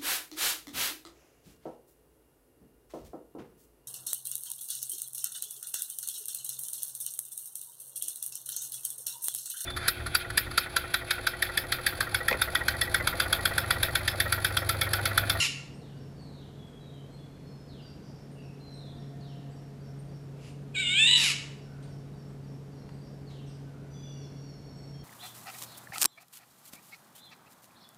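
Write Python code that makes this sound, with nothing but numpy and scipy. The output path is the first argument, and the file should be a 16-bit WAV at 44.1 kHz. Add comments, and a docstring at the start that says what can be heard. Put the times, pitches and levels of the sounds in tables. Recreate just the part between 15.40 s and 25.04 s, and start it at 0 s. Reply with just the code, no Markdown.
"""Oriole on the window sill

Close to the microphone a golden oriole gives a nasal, rising mew that breaks through a rattle into a harsh screech.
One call is just ending, a whole one comes later; its voice is a buzz of harmonics, rasp and noise, shaped by throat
and beak, and the room behind it rings as decaying noise. Out in the garden small birds whistle and tick and something
squeals far off, all gliding tones with echoes, over the harmonic hum of a motor and the noise rumble of a town."""
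import sys
import numpy as np
from scipy import signal
from scipy.fft import rfft, irfft, next_fast_len
from scipy.io import wavfile
from scipy.ndimage import uniform_filter1d

SR = 44100
rng = np.random.default_rng(int(sys.argv[2]) if len(sys.argv) > 2 else 0)


def inscribe(sig):
    """Save sig as 16-bit PCM at rate SR to the path in sys.argv[1].

    A 1-D sig is mono; a 2-D sig holds one channel per row.
    Samples are clipped to [-1, 1] before scaling.
    """
    pcm = np.round(np.clip(np.atleast_2d(sig).T, -1, 1) * 32767)
    wavfile.write(sys.argv[1], SR, pcm.astype(np.int16))


N = 425124
TIME = np.arange(N) / SR
CUTOFF_HZ = 14500   # top of the voice's harmonics and of the microphone


def from_db(db):
    """Decibels to amplitude gain."""
    return 10 ** (np.asarray(db) / 20)


def rms_one(x):
    """Scale to unit power."""
    return x / np.sqrt(np.mean(x ** 2) + 1e-20)


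def in_time(rows):
    """One curve over time for each column after t/s."""
    s, *columns = np.transpose(rows)
    return [np.interp(TIME, s, column) for column in columns]


def at_hz(points, hz):
    """Read a spectrum on a log-frequency axis."""
    f, value = np.transpose(points)
    return np.interp(np.log(np.maximum(hz, 1)), np.log(f), value)


def coloured(x, spectrum):
    """Filter a sound by a spectrum in dB, then scale to rms 1."""
    size = next_fast_len(len(x))
    gain = from_db(at_hz(spectrum, np.fft.rfftfreq(size, 1 / SR)))
    return rms_one(irfft(rfft(x, size) * gain, size)[:len(x)])


def drift(rate_hz):
    """Smooth random wander of spread 1: low-passed noise made at an eighth of the sample rate."""
    lowpass = signal.butter(2, min(rate_hz, 2000), fs=SR / 8, output="sos")
    slow = signal.sosfilt(lowpass, rng.standard_normal(N // 8 + 4002))[4000:]  # skip the filter's start
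    return np.interp(np.arange(N) / 8, np.arange(len(slow)), rms_one(slow))


def turn(hz):
    """Phase of an oscillator that follows a pitch curve."""
    return 2 * np.pi * np.cumsum(hz) / SR


def evened(x, size=900):
    """Hold the short-term power at 1, over a window of size samples."""
    return x / np.sqrt(np.maximum(uniform_filter1d(x ** 2, size), 0) + 1e-9)


def echoes(x, t60s, colour):
    """A diffuse tail of noise that dies at its own rate in each band."""
    t, tail = TIME[:SR], 0
    edges = np.geomspace(400, 16000, 8)
    for low, high in zip(edges, edges[1:]):
        bandpass = signal.butter(2, [low, high], "band", fs=SR, output="sos")
        band = signal.sosfilt(bandpass, rng.standard_normal(SR))
        tail = tail + band * np.exp(-np.log(1000) * t / at_hz(t60s, np.sqrt(low * high)))
    tail = coloured(tail, colour) * (1 - np.exp(-t / 0.0028))  # soft onset
    return signal.fftconvolve(x, tail / np.linalg.norm(tail))[:N]


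def add(out, s, length, start_hz, end_hz, level_db, flutter_hz, bend=0.96, fade_db=0):
    """Add one fluttering note whose glide flattens towards its end."""
    u = np.linspace(0, 1, max(int(length * SR), 8))
    glide = (1 - np.exp(-bend * u)) / (1 - np.exp(-bend))
    wobble = np.interp(u, np.linspace(0, 1, 60), rng.standard_normal(60))
    hz = start_hz + (end_hz - start_hz) * glide + flutter_hz * wobble
    tone = np.sqrt(2) * np.sin(turn(hz)) * signal.windows.tukey(len(u), .4)
    note = from_db(level_db - fade_db * u) * tone
    at = max(int(s * SR), 0)
    out[at:at + len(u)] += note[:max(N - at, 0)]


def syrinx(hz, fourth_db=0, count=16):
    """A buzz of equal harmonics, of which the fourth comes and goes, and the phase of its cycle."""
    phase, fourth = turn(hz), from_db(fourth_db)
    buzz = 0
    for k in range(1, count + 1):
        buzz = buzz + np.cos(k * phase) * (k * hz < CUTOFF_HZ) * (fourth if k == 4 else 1)
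    return rms_one(buzz), phase


def windpipe(x):
    """Each resonance of the airway holds its band back a little (all-pass), which smears the pulses."""
    resonances = [(2300, 800), (2900, 240), (3800, 400), (5100, 350), (7200, 590), (10500, 790)]
    for hz, width_hz in resonances:
        r = np.exp(-np.pi * width_hz / SR)
        poles = [1, -2 * r * np.cos(2 * np.pi * hz / SR), r * r]
        x = signal.lfilter(poles[::-1], poles, x)
    return x


# the oriole's calls, the end of one and a whole one, each a list of: t/s, pitch f/Hz, effort level/dB
CALLS_SUNG = [
    [(0, 1397, -23.5), (.03, 1400, -24.5), (.055, 1199, -27), (.074, 903, -32.5)],
    [(5.352, 828, -34), (5.366, 743, -31), (5.402, 776, -26), (5.436, 720.6, -32), (5.48, 707.5, -27.5),
     (5.535, 750, -28), (5.57, 803, -23.5), (5.603, 876, -19.5), (5.66, 911.6, -19.5), (5.672, 980, -20),
     (5.778, 984, -21), (5.808, 927, -26), (5.86, 759.4, -25), (5.916, 570, -29)],
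]
ATTACK_DB_PER_S, RELEASE_DB_PER_S = 2200, 600


def pitch_and_effort():
    """Pitch and level of the calls, each with a quick attack and release."""
    hz, _ = in_time([row for call in CALLS_SUNG for row in call])
    levels = []
    for call in CALLS_SUNG:
        _, level_db = in_time(call)
        attack_db = ATTACK_DB_PER_S * np.maximum(call[0][0] - TIME, 0)
        release_db = RELEASE_DB_PER_S * np.maximum(TIME - call[-1][0], 0)
        levels.append(level_db - attack_db - release_db)
    return hz, np.maximum(np.max(levels, axis=0), -140)


def sets_in(start_s, takes_s):
    """A share that eases from 0 to 1."""
    return np.sin(np.pi / 2 * np.clip((TIME - start_s) / takes_s, 0, 1)) ** 2


# the voice goes from mew to rattle to screech: when each sets in, and how long the change takes
RATTLE_AT_S, SCREECH_AT_S = 5.66, 5.755
RATTLE_TAKES_S, SCREECH_TAKES_S = 0.01, 0.08
RATTLE_DEPTH, MEW_UNSTEADY, SCREECH_UNSTEADY = .55, .06, .25   # unsteadiness 0-1
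# the mew is raspy while soft and clears when pushed: rasp against the tone (dB), effort at which it clears (dB)
SOFT_RASP_DB, CLEAR_RASP_DB, RATTLE_RASP_DB, CLEARS_AT_DB = -10.5, -25, -14, -21.5


def register(level_db):
    """Rasp, unsteadiness and screech share as the voice breaks; the earlier call is already a screech."""
    rattle = sets_in(RATTLE_AT_S, RATTLE_TAKES_S)
    earlier_call = TIME < CALLS_SUNG[1][0][0] / 2
    screech = np.maximum(sets_in(SCREECH_AT_S, SCREECH_TAKES_S), earlier_call)
    pushed = .5 + .5 * np.tanh((level_db - CLEARS_AT_DB) / 1.5)
    mew_rasp_db = SOFT_RASP_DB * (1 - pushed) + CLEAR_RASP_DB * pushed
    rasp_db = (1 - rattle) * mew_rasp_db + rattle * RATTLE_RASP_DB
    before_screech = MEW_UNSTEADY * (1 - rattle) + RATTLE_DEPTH * rattle
    unsteady = (1 - screech) * before_screech + screech * SCREECH_UNSTEADY
    return rasp_db, np.clip(unsteady, 0, 1), screech


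# the rattle catches at an even pace
CATCH_FIRST_S, CATCH_EVERY_S = 5.6905, .0229
CATCH_WIDTH_S, CATCH_DB = 0.0016, 5.5


def catches(count=4):
    """Brief boosts in dB at the height of the rattle."""
    boost = 0
    for k in range(count):
        boost = boost + np.exp(-((TIME - CATCH_FIRST_S - k * CATCH_EVERY_S) / CATCH_WIDTH_S) ** 2)
    return CATCH_DB * boost


# throat and beak while mewing, relative: f/Hz, level/dB
THROAT = [(700, -42.5), (900, -33.5), (1010, -20), (1250, -52), (1480, -8), (1950, -12), (2280, 8),
          (2850, 2.5), (3750, 4), (4000, -8), (4400, -26), (5100, -23), (5900, -37), (7000, -12),
          (7900, -8.5), (8800, -18.5), (9800, -32), (14000, -44)]
# beak wide open in the screech, relative: f/Hz, level/dB
GAPE = [(500, -36), (1050, -15), (1600, -13), (2300, -0.5), (2850, 2.5), (3300, -5), (3850, -6.5),
        (4300, -6.5), (5100, -5), (6000, -10.5), (7100, -8), (8600, -15.5), (10700, -13), (13500, -33)]
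# the band in which the rasp is strong, relative: f/Hz, level/dB
RASP = [(700, -36), (1300, -39.5), (1850, -13), (2200, -10.5), (2900, 8), (3600, -2), (4000, -9),
        (4500, -13), (5900, -30.5), (7200, -13.5), (8400, -11), (10000, -45.5), (14000, -33.5)]
# fourth harmonic of the mew against the others: t/s, level/dB
FOURTH = [(5.41, -9.5), (5.455, 6), (5.49, 4.5), (5.52, -9.5), (5.555, 7), (5.605, -0.5), (5.78, 9.5)]


def oriole():
    """A clear mew turns into a rattle as the pitch jumps, then into a chaotic screech through the open beak."""
    hz, level_db = pitch_and_effort()
    fourth_db, = in_time(FOURTH)
    rasp_db, unsteady, screech = register(level_db)
    # the membranes wobble more as the rattle sets in
    buzz, phase = syrinx(hz * (1 + (0.0035 + .03 * unsteady) * drift(230)), fourth_db)
    # strong and weak cycles alternate unevenly and fill the gaps between the harmonics
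    alternation = np.cos(phase / 2) * drift(90) + 0.86 * np.cos(phase / 3) * drift(90)
    rasp = buzz * alternation + .5 * rng.standard_normal(N)
    tone = evened(coloured(buzz, THROAT))
    mew = evened(tone + from_db(rasp_db) * evened(coloured(rasp, RASP)))
    # in the screech the two sides of the syrinx run apart and the right one shakes the left
    left, _ = syrinx(hz * (1 + .03 * drift(130)), count=22)
    right, right_phase = syrinx(.73 * hz * (1 + 0.0399 * drift(124)), count=26)
    chaos = left * (1 + 0.5 * np.cos(right_phase) * drift(130)) + 0.83 * right * drift(110)
    harsh = evened(coloured(chaos + from_db(-9) * rng.standard_normal(N), GAPE))
    throb = evened(np.exp(.5 * unsteady * drift(150)), size=1800)
    voice = windpipe(np.sqrt(1 - screech) * mew + np.sqrt(screech) * harsh)
    return from_db(level_db + catches() - 2 * unsteady) * throb * voice


# the window recess rings at one pitch; the level is against the bird
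RECESS_HZ, RECESS_WIDTH_HZ, RECESS_T60_S, RECESS_DB = 2874, 220, 0.71, -32


def recess(x):
    """A narrow band of decaying noise rings on after the call."""
    edges = [RECESS_HZ - RECESS_WIDTH_HZ / 2, RECESS_HZ + RECESS_WIDTH_HZ / 2]
    band = signal.butter(2, edges, "band", fs=SR, output="sos")
    tail = signal.sosfilt(band, rng.standard_normal(SR)) * from_db(-60 * TIME[:SR] / RECESS_T60_S)
    return from_db(RECESS_DB) * signal.fftconvolve(x, tail / np.linalg.norm(tail))[:N]


# how long the room behind the sill rings: f/Hz, t60 t/s
ROOM_T60 = [(500, 1.27), (2800, 0.4559), (6000, 0.63), (12000, 0.27)]
# colour of that ring, relative: f/Hz, level/dB
ROOM_COLOUR = [(500, -7), (2000, -2.5), (2900, -0.5), (3700, -2.5), (6000, -0.5), (9000, -3), (13000, -2)]


def room(near):
    """The room answers the sounds on the sill with a diffuse tail, the recess with one pitch."""
    return from_db(-8.5) * echoes(near, ROOM_T60, ROOM_COLOUR) + recess(near)


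# the motor's load, before MOTOR_DB is added: t/s, level/dB
MOTOR_LOAD = [(0.0, -45), (0.16, -46), (0.32, -51.5), (0.54, -46.5), (1.29, -50), (1.55, -46.5),
              (2.15, -51.5), (3.62, -43.5), (7.73, -45.5), (7.97, -43), (9.1, -45), (9.34, -49),
              (9.56, -45), (9.64, -46)]
# the hum's overtones, relative: multiple of MOTOR_HZ, level/dB
MOTOR_ORDERS = [(1, -4), (2, -19), (3, -22.5), (5, -38.5)]
MOTOR_HZ, MOTOR_DB = 139.2, 3.5
# a tone that swells once in the hum
SWELL_S, SWELL_WIDTH_S, SWELL_HZ, SWELL_DB = 3.9, 0.43, 698, -60.5


def motor():
    """A low, slightly unsteady hum of harmonics, in which a higher tone swells once."""
    load_db, = in_time(MOTOR_LOAD)
    phase = turn(MOTOR_HZ * (1 + 0.00499 * drift(4.47)))
    hum = sum(from_db(db + 1.0 * drift(5.2)) * np.sin(k * phase) for k, db in MOTOR_ORDERS)
    swell = from_db(SWELL_DB) / (1 + ((TIME - SWELL_S) / SWELL_WIDTH_S) ** 2)
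    swelling_tone = swell * np.sin(turn(SWELL_HZ + 2 * drift(5.7)))
    return np.sqrt(2) * (from_db(MOTOR_DB + load_db) * hum + swelling_tone)


# spectrum of the town's rumble, relative: f/Hz, level/dB
TOWN = [(15, -50), (25, -13.5), (108, -8.5), (123, -10), (140, -6.5), (169, -5.5), (275, -11), (378, -17),
        (415, -13.5), (593, -21), (702, -21.5), (785, -25), (2200, -43.5), (2860, -70), (4840, -120)]
# spectrum of the thin hiss above it, relative: f/Hz, level/dB
AIR = [(880, -7), (1500, -5.5), (2130, -8.5), (3660, -12), (4140, -12.5), (9020, -19), (12800, -22),
       (14500, -25.5)]
TOWN_DB = -48.5


def town():
    """Rumble of far traffic under a thin, even hiss, both coloured noise."""
    rumble = from_db(TOWN_DB + .5 * drift(4.2)) * coloured(rng.standard_normal(N), TOWN)
    return rumble + from_db(-64) * coloured(rng.standard_normal(N), AIR)


# Levels of all garden voices, here and below, are at the source, before the loss over distance.
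# a small bird's two-note song, repeated in bouts: first t/s, until t/s, period t/s
SEESAW_BOUTS = [(.285, .73, .298), (2.449, 4.85, .282), (6.2, 7.78, .285)]


def seesaw(out):
    """A short lower note, then a longer higher one, over and over."""
    for first_s, until_s, period_s in SEESAW_BOUTS:
        for s in np.arange(first_s, until_s, period_s):
            add(out, s - .03, .035, 4800, 4580, level_db=-67.0, flutter_hz=59.4)
            add(out, s, .07, 5750, 5300, level_db=-65.5, flutter_hz=150)


# thin contact notes: t/s, top f/Hz, level/dB
TICKS = [(.339, 8720, -62), (.81, 8650, -65), (1.26, 8400, -68), (1.72, 8340, -65), (2.91, 9200, -63),
         (3.33, 8800, -60.5), (4.10, 8100, -65), (4.58, 9000, -62), (5.08, 8800, -63.5),
         (6.42, 9060, -60.5), (6.879, 8200, -66), (7.53, 8460, -66), (8.07, 8560, -62), (9.361, 8200, -63)]


def ticks(out):
    """Very short, high notes that rise fast to their top."""
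    for s, top_hz, level_db in TICKS:
        add(out, s, .035, 0.89 * top_hz, top_hz, level_db, flutter_hz=150.3, bend=3)


# a far bird's steep slur: t/s, level/dB
SLURS = [(.38, -61), (2.265, -57), (3.79, -57.5), (7.85, -58)]
SLUR_S, SLUR_TOP_HZ, SLUR_END_HZ, SLUR_BEND, SLUR_FADE_DB = .17, 5030, 2530, 1.4, 6.5


def slurs(out):
    """A fading whistle that falls an octave, always in the same shape."""
    for s, level_db in SLURS:
        add(out, s, SLUR_S, SLUR_TOP_HZ, SLUR_END_HZ, level_db, flutter_hz=75, bend=SLUR_BEND,
            fade_db=SLUR_FADE_DB)


# a far bird's low note, about every two seconds: t/s, level/dB
LOW_NOTES = [(.5, -74), (2.38, -70), (4.38, -73), (6.239, -64), (8.24, -65.5)]


def low_notes(out):
    """A low, slightly rising note with a strong flutter."""
    for s, level_db in LOW_NOTES:
        add(out, s, .18, 1420, 1480, level_db, flutter_hz=96)


# another bird's rambling whistles: t/s, length t/s, start f/Hz, end f/Hz, level/dB
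WHISTLES = [(0.745, 0.19, 4750, 4040, -62.5), (.911, 0.15, 4350, 3250, -61), (1.168, 0.18, 3393, 3290, -60),
            (1.389, 0.13, 4010, 3705, -61.5), (1.513, .094, 3315, 3020, -63.5),
            (1.695, 0.11, 4130, 4290, -65), (1.772, 0.081, 3470, 3380, -62.5),
            (2.008, 0.1, 4280, 4350, -64), (2.03, 0.3, 5300, 5130, -67), (2.412, .077, 4900, 4620, -57.5),
            (2.621, .1, 6180, 4610, -64.5), (2.94, 0.12, 2980, 2506, -63), (3.179, 0.19, 4210, 4035, -57.5),
            (3.322, 0.22, 4220, 3446, -58.5), (3.449, 0.7, 1846, 1805, -72.5),
            (7.301, 0.28, 4170, 4250, -75), (7.453, 0.24, 4620, 4840, -70),
            (8.053, 0.077, 6120, 4730, -61.5), (8.517, 0.25, 3480, 3407, -59),
            (8.591, 0.31, 2970, 2710, -70), (9.516, 0.12, 3275, 3185, -66)]
FLUTTER_HZ, FLUTTER_PER_GLIDE = 21, 0.202   # the second in Hz per Hz of glide


def whistles(out):
    """Gliding whistles; the wider one glides, the more it flutters."""
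    for s, length, start_hz, end_hz, level_db in WHISTLES:
        flutter_hz = FLUTTER_HZ + FLUTTER_PER_GLIDE * abs(end_hz - start_hz)
        add(out, s, length, start_hz, end_hz, level_db, flutter_hz)


# claws and feathers as the bird shifts on the sill: t/s, level/dB, decay t/s, bright against dull level/dB
SHUFFLES = [(3.769, -65, .005, 5), (3.809, -59, 0.0055, 10.5), (6.425, -61, 0.068, 6),
            (7.491, -48.5, 0.0044, -9), (7.901, -60.5, .08, 5)]


def shuffles():
    """Short dull taps and brighter brushes of feathers: noise that starts at once and dies away."""
    dull = coloured(rng.standard_normal(N), [(300, -12), (1100, 12), (3000, -8), (12000, -25.5)])
    bright = coloured(rng.standard_normal(N), [(1000, -10), (2600, 8), (4000, 8), (8000, -1), (13000, -27)])
    out = np.zeros(N)
    for s, level_db, decay, bright_db in SHUFFLES:
        age = np.maximum(TIME - s, 0)
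        noise = rms_one(dull + from_db(bright_db) * bright)
        out += from_db(level_db) * noise * (age > 0) * np.exp(-age / decay)
    return out


HISS_S, HISS_RISE_S, HISS_FALL_S, HISS_DB = 5.08, .08, .04, -56.5   # peak time, widths, level


def hiss():
    """Before its whole call the oriole hisses softly through the open beak: noise swelling to a peak."""
    width_s = np.where(TIME < HISS_S, HISS_RISE_S, HISS_FALL_S)
    swell = np.exp(-((TIME - HISS_S) / width_s) ** 2)
    return from_db(HISS_DB) * swell * coloured(rng.standard_normal(N), GAPE)


# the squeal's pulls: t/s, length t/s, top of the (unheard) fundamental f/Hz, its sag by the end f/Hz, level/dB
SQUEALS = [(8.493, 0.39, 1198, 150, -59.5), (8.955, 0.21, 1119, 54.2, -59), (9.219, .5, 1104, 25, -61)]
# its partials, relative: multiple of the fundamental, level/dB
SQUEAL_PARTIALS = [(2, -14.5), (4, -3.5), (5, 2), (6, -15)]
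SQUEAL_CREST, SQUEAL_FADE = .3, 0.16   # shares of a pull: where its pitch tops, how much of it fades


def squeal():
    """Three drawn-out pulls of a thin, slightly rough tone, each arching up and sagging."""
    out, waver = np.zeros(N), 1 + 0.0091 * drift(88) + .008 * drift(13)
    for s, length, top_hz, sag_hz, level_db in SQUEALS:
        u = np.clip((TIME - s) / length, 0, 1)
        on = (u > 0) & (u < 1)
        u = u[on]
        arch = ((u - SQUEAL_CREST) / (1 - SQUEAL_CREST)) ** 2
        phase = turn((top_hz - sag_hz * arch) * waver[on])
        tone = sum(from_db(db) * np.sin(k * phase) for k, db in SQUEAL_PARTIALS)
        out[on] += from_db(level_db) * signal.windows.tukey(len(u), SQUEAL_FADE) * tone
    return np.sqrt(2) * out


def garden():
    """Far birds, heard mostly by way of the walls and trees around; the ticks and squeal are a little nearer."""
    far, nearer = np.zeros(N), squeal()
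    for voice in (whistles, slurs, seesaw, low_notes):
        voice(far)
    ticks(nearer)
    wash_t60 = [(2000, 1.04), (5000, 1.0), (9000, 0.92)]
    wash = echoes(far + from_db(-3.5) * nearer, wash_t60, [(2000, 0), (9000, -2)])
    direct = from_db(-7) * far + from_db(-8.5) * nearer
    return direct + from_db(-3.0) * wash


def scene():
    """The oriole close by, the room behind it, the garden beyond."""
    near = oriole() + hiss() + shuffles()
    return (from_db(-0.32) * near + room(near) + garden() + motor() + town())[None]


def record(dry):
    """The microphone loses the deepest rumble; the top is cut steeply."""
    thinned = signal.sosfilt(signal.butter(4, 30, "high", fs=SR, output="sos"), dry)
    return signal.sosfilt(signal.ellip(10, .1, 70, CUTOFF_HZ, fs=SR, output="sos"), thinned)


dry = scene()
out = record(dry)
inscribe(out)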